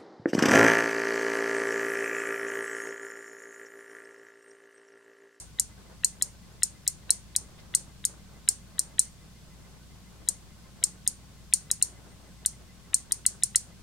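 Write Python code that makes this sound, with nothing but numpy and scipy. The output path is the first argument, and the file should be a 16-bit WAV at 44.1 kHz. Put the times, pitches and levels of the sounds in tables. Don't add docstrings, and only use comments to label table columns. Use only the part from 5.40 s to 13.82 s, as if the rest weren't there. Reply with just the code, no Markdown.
import sys
import numpy as np
from scipy import signal
from scipy.fft import rfft, irfft, next_fast_len
from scipy.io import wavfile

SR = 44100
rng = np.random.default_rng(int(sys.argv[2]) if len(sys.argv) > 2 else 0)


def to_wav(s):
    ch = np.atleast_2d(s).T
    pcm = np.round(np.clip(ch, -1, 1) * 32767)
    wavfile.write(sys.argv[1], SR, pcm.astype(np.int16))


N = 371322


def from_db(db):
    return 10 ** (np.asarray(db) / 20)


def rms_one(x):
    return x / np.sqrt(np.mean(x ** 2) + 1e-20)


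def energy_one(x):
    return x / np.sqrt(np.sum(x ** 2) / 2 + 1e-20)


def at_hz(points, hz):
    known_hz, values = np.transpose(points)
    return np.interp(np.log(np.maximum(hz, 1)), np.log(known_hz), values)


def add(out, sound, start_s):
    start = round(start_s * SR)
    first, last = max(start, 0), min(start + sound.shape[1], N)
    out[:, first:last] += sound[:, first - start:last - start]


def drift(rate_hz):
    points = rng.standard_normal(int(rate_hz * N / SR) + 2)
    return np.interp(np.arange(N) * rate_hz / SR, np.arange(len(points)), points)


def spread_noise(colour):
    # pitch_hz, likeness (0 to 1)
    likeness = [(60, 0.28), (150, 0.51), (380, 0.53), (950, 0.47), (2380, 0.18), (5980, 0.01),
                (15000, 0.04)]
    # pitch_hz, left_db
    balance = [(60, 3.2), (240, 0.5), (950, 1.5), (3770, 0.5), (15000, 0.5)]
    size = next_fast_len(N)
    hz = np.fft.rfftfreq(size, 1 / SR)
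    middle, side = rfft(rng.standard_normal((2, size)))
    alike, left_right = at_hz(likeness, hz), np.array([[1], [-1]])
    stereo = np.sqrt(1 + alike) * middle + np.sqrt(1 - alike) * side * left_right
    gain = from_db(at_hz(colour, hz) + left_right * at_hz(balance, hz) / 2)
    return rms_one(irfft(stereo * gain, size)[:, :N])


def room_noise(level_db):
    # pitch_hz, relative_db
    colour = [(20, -8), (35, -16), (60, -11.5), (90, -3.5), (150, -5.5), (200, -6.5), (260, -16.5),
              (400, -23.5), (1000, -29), (2000, -29.5), (4000, -27), (8400, -30.5), (12000, -37),
              (16000, -40.5)]
    return from_db(level_db) * spread_noise(colour)


def rustle(level_db, swell_db, flutter_db):
    # pitch_hz, relative_db
    colour = [(150, -21), (300, 0.5), (600, -2.5), (1100, -6), (1600, -8.5), (3000, -25), (8000, -50.5)]
    change_db = swell_db * np.tanh(drift(rate_hz=14)) + flutter_db * drift(rate_hz=76)
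    return from_db(level_db + change_db) * spread_noise(colour)


def motor_hum():
    # pitch_hz, level_db, waver_db
    tones = [(58.8, -56.5, 1.5), (179, -69, 3.5), (1055, -78.5, 2.5), (1112, -81.5, 2.5)]
    t, out = np.arange(N) / SR, 0
    for pitch_hz, level_db, waver_db in tones:
        level = from_db(level_db + waver_db * drift(rate_hz=9))
        out = out + level * np.sin(2 * np.pi * (pitch_hz * t + rng.random()))
    return np.sqrt(2) * out


def bearing_chirps(turn_s, uneven_db, waver_hz, slip_s):
    # first_peak_s, pitch_hz, level_db, width_s
    chirps = [(0.038, 2045, -67, .012), (0.1, 1520, -70.5, .012)]
    t, out = np.arange(N) / SR + slip_s * drift(rate_hz=5), 0
    for first_peak_s, pitch_hz, level_db, width_s in chirps:
        from_peak_s = (t - first_peak_s + turn_s / 2) % turn_s - turn_s / 2
        swell = np.exp(-(from_peak_s / width_s) ** 2 / 2)
        level = from_db(level_db + uneven_db * drift(rate_hz=7.9)) * swell
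        cycles = np.cumsum(pitch_hz + waver_hz * drift(rate_hz=160)) / SR
        offset = 0.09 * np.array([drift(rate_hz=6.4), drift(rate_hz=3.4)])
        out = out + np.sqrt(2) * level * np.sin(2 * np.pi * (cycles + offset))
    return out


def finger_scuff(peak_s, level_db, fade_s):
    # pitch_hz, relative_db
    colour = [(300, -15), (1500, -2), (3000, 2), (5000, -2), (7000, -9.5), (12000, -25)]
    swell = np.exp(-np.abs(np.arange(N) / SR - peak_s) / fade_s)
    return from_db(level_db) * swell * spread_noise(colour)


def squeak(waver_hz):
    # time_s, pitch_hz, level_db
    glide = [(6.65, 7600, -81), (6.715, 8650, -66.5), (6.765, 9150, -78), (6.835, 8250, -76),
             (6.90, 8150, -73), (6.94, 7850, -75.5), (6.985, 8300, -72.5), (7.025, 7470, -77)]
    time_s, pitch_hz, level_db = np.transpose(glide)
    t = np.arange(N) / SR
    pitch = np.interp(t, time_s, pitch_hz) + waver_hz * drift(rate_hz=200)
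    level = np.interp(t, time_s, from_db(level_db), left=0, right=0)
    return level * np.sqrt(2) * np.sin(2 * np.pi * np.cumsum(pitch) / SR)


def near_echoes(size=2048):
    # delay_s, level_db
    echoes = [(.0045, -10), (.0077, -15.5), (0.0136, -25.5), (0.023, -27)]
    response = np.zeros((2, size))
    response[:, 0] = 1
    for delay_s, level_db in echoes:
        arrival_s = np.abs(delay_s + rng.normal(0, 0.00014, 2))
        response[[0, 1], (arrival_s * SR).astype(int)] += from_db(level_db)
    return response


def room_tail(gain_db=-14.5, build_s=.004, size=16384):
    # pitch_hz, relative_db
    colour = [(1200, -32), (2000, -25), (3300, -24), (4200, -12.5), (5000, -13), (6000, -5.5), (7000, -5),
              (8000, -7.5), (8800, -2), (9400, -6), (10200, -7.5), (12000, -12.5), (14000, -7),
              (15500, -28)]
    # pitch_hz, fade_s
    fades = [(1500, 0.46), (5000, 0.22), (9000, 0.23), (15000, 0.018)]
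    t, hz = np.arange(size) / SR, np.fft.rfftfreq(size, 1 / SR)
    noise = rfft(rng.standard_normal((2, size))) * from_db(at_hz(colour, hz))
    edges_hz = np.linspace(800, 16800, 13)
    tail = 0
    for low, high in zip(edges_hz, edges_hz[1:]):
        band = irfft(noise * ((hz >= low) & (hz < high)))
        tail = tail + band * from_db(-60 * t / at_hz(fades, np.sqrt(low * high)))
    return from_db(gain_db) * energy_one(tail * (1 - np.exp(-t / build_s)))


def ringing_parts(tones, spread_db=0.94, longest_s=.022, low_cut_hz=1400, size=2048):
    pitch_hz, level_db, fade_s = np.transpose(tones)[:, :, None]
    t = np.arange(size) / SR
    fade_s = np.minimum(fade_s, longest_s)
    pitch_hz = pitch_hz * (1 + .004 * rng.standard_normal(pitch_hz.shape))
    rings = from_db(level_db - 60 * t / fade_s) * np.sin(2 * np.pi * pitch_hz * t)
    signs = (-1) ** np.arange(len(tones))
    stereo_strengths = signs * from_db(spread_db * rng.standard_normal((2, len(tones))))
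    low_cut = signal.butter(4, low_cut_hz, "high", fs=SR, output="sos")
    return signal.sosfilt(low_cut, stereo_strengths @ rings)


def snap(tones, bounces, knock_db, ring_db, spring_db, treble_db, spring_hz=9120, size=4096):
    hz = np.fft.rfftfreq(size, 1 / SR)
    hits = 1
    for delay_s, level_db in bounces:
        uneven_delay_s = delay_s * np.exp(.18 * rng.normal())
        hits = hits + from_db(level_db) * np.exp(-2j * np.pi * hz * uneven_delay_s)
    # pitch_hz, boost_db
    grip = [(2900, knock_db), (3900, ring_db), (6000, ring_db), (7200, 0), (9500, 0), (11000, treble_db)]
    colour_db = at_hz(grip, hz) + spring_db * np.exp(-((hz - spring_hz) / 420) ** 2)
    sound = irfft(rfft(ringing_parts(tones), size) * hits * from_db(colour_db))
    return energy_one(sound[:, :size // 2])


def switch_clicks(snaps, tones, bounces, room_db, linger_db, left_db=3):
    out = np.zeros((2, N))
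    for start_s, level_db, *colour_db in snaps:
        sound = from_db(level_db) * snap(tones, bounces, *colour_db)
        direct = sound * from_db([[left_db / 2], [-left_db / 2]])
        add(out, signal.fftconvolve(direct, near_echoes(), axes=1), start_s)
        add(out, from_db(level_db + room_db) * room_tail(), start_s)
        add(out, from_db(linger_db) * signal.fftconvolve(sound, room_tail(), axes=1), start_s)
    return out


def releases():
    # start_s, level_db, knock_db, ring_db, spring_db, treble_db
    snaps = [(0.1974, 7.4, -3, -3, -4, 1), (0.8232, 6.2, -0.5, -3.2, -3.5, 1.5),
             (1.4771, 6.6, 0, -0.5, -1.5, 1.5), (1.9625, 6.7, -1, -0.5, -3.5, 0),
             (2.6514, 6, 1.5, -1, 3, 2.5), (3.3927, 6.9, 0.5, -1, 4.5, 3), (4.8873, 6.8, -8, -4, -1.5, -2),
             (5.6758, 7, -1, -0.5, 5.5, 3), (6.3134, 6.7, 2.5, -1.5, 2.5, 1),
             (7.0606, 7.3, 0, -3.5, 3, 1.5), (7.721, 6.2, -0.5, 1.5, 5, 4), (8.0351, 8.2, -3.5, -4, -1, -6)]
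    # pitch_hz, relative_db, fade_s
    tones = [(1932, -34.5, 0.011), (3160, -33, 0.006), (3480, -36, 0.018), (3882, -23, 0.01),
             (4370, -17.5, 0.0059), (5230, -17.5, 0.0082), (5880, -22, 0.019), (6540, -12.5, 0.0047),
             (6840, -16, 0.013), (7300, -20, 0.02), (7380, -7.5, 0.0056), (8160, -12.5, 0.0082),
             (8630, -13.5, 0.0129), (9020, -10, 0.012), (9550, -14, 0.006), (10100, -22.5, 0.012),
             (10650, -20, 0.007), (11614, -17.5, 0.0045), (12600, -20.5, 0.00224), (15400, -31.5, 0.0029)]
    # delay_s, relative_db
    bounces = [(.0007, -8.5), (.0015, -9), (.0026, -16.5)]
    return switch_clicks(snaps, tones, bounces, room_db=-1.3, linger_db=-12.5)


def presses():
    # start_s, level_db, knock_db, ring_db, spring_db, treble_db
    snaps = [(-0.022, 6, 0, -3, 0, -3), (0.6455, 9.5, 1.7, -2, -11, -1.5), (1.2325, 8.5, 2.5, 2, -4.5, 1),
             (1.7052, 10.5, 2, 2, -1.5, 0), (2.3496, 9.5, 1, 1.9, 1, 2), (3.0879, 10.5, 1, -1.5, 0.5, 2),
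             (3.5932, 11.5, -1, -2.1, -1, -2), (5.4386, 9, -1.5, -1.5, -11, -2), (6.1367, 11, 4.5, 2, 7, 4),
             (6.4246, 9.5, 1.5, 0, 3.5, 2), (7.5432, 10, 4, -1, 1.5, -1), (7.8634, 10, 2, -1, 0.5, 2.5),
             (8.1582, 10.5, 1.5, -0.3, -2, -2.5)]
    # pitch_hz, relative_db, fade_s (before the fingers damp it)
    tones = [(1957, -32, 0.013), (2720, -30.5, 0.0071), (3020, -29, 0.0055), (4075, -20, 0.0097),
             (4406, -21, 0.021), (5300, -16.5, 0.01), (6050, -19.5, 0.0093), (6160, -21, 0.0176),
             (6950, -11.5, 0.01), (7210, -16, 0.058), (7630, -7, 0.0087), (8433, -3.5, 0.0083),
             (8587, -9.5, 0.011), (8726, -4.5, 0.013), (9290, -2, 0.0033), (10930, -26.5, 0.016),
             (11000, -29.5, 0.0063), (11700, -17, 0.003), (12800, -26.5, 0.0059), (15060, -24.5, 0.003)]
    # delay_s, relative_db
    bounces = [(.0007, -6), (.0014, -3), (.0026, -12)]
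    return switch_clicks(snaps, tones, bounces, room_db=-0.5, linger_db=-13.0)


def scene():
    clicks = presses() + releases()
    workshop = room_noise(level_db=-52) + rustle(level_db=-64.5, swell_db=5.5, flutter_db=3.0)
    machine = motor_hum() + bearing_chirps(turn_s=.14545, uneven_db=2.6, waver_hz=38, slip_s=0.013)
    handling = squeak(waver_hz=55) + finger_scuff(peak_s=2.203, level_db=-52, fade_s=.008)
    return workshop + machine + handling + clicks


def record(dry):
    split_hz, lead_s, top_hz = 3950, .0101, 15800
    size = next_fast_len(N + SR // 10)
    hz = np.fft.rfftfreq(size, 1 / SR)
    low_band = 1 / (1 + (hz / split_hz) ** 80)
    early_lows = low_band * np.exp(2j * np.pi * hz * lead_s) + 1 - low_band
    padded = np.pad(dry, ((0, 0), (0, size - N)), mode="reflect")
    shifted = irfft(rfft(padded) * early_lows, size)[:, :N]
    top_cut = signal.ellip(10, .1, 80, top_hz, fs=SR, output="sos")
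    return signal.sosfilt(top_cut, shifted)


dry = scene()
out = record(dry)
to_wav(out)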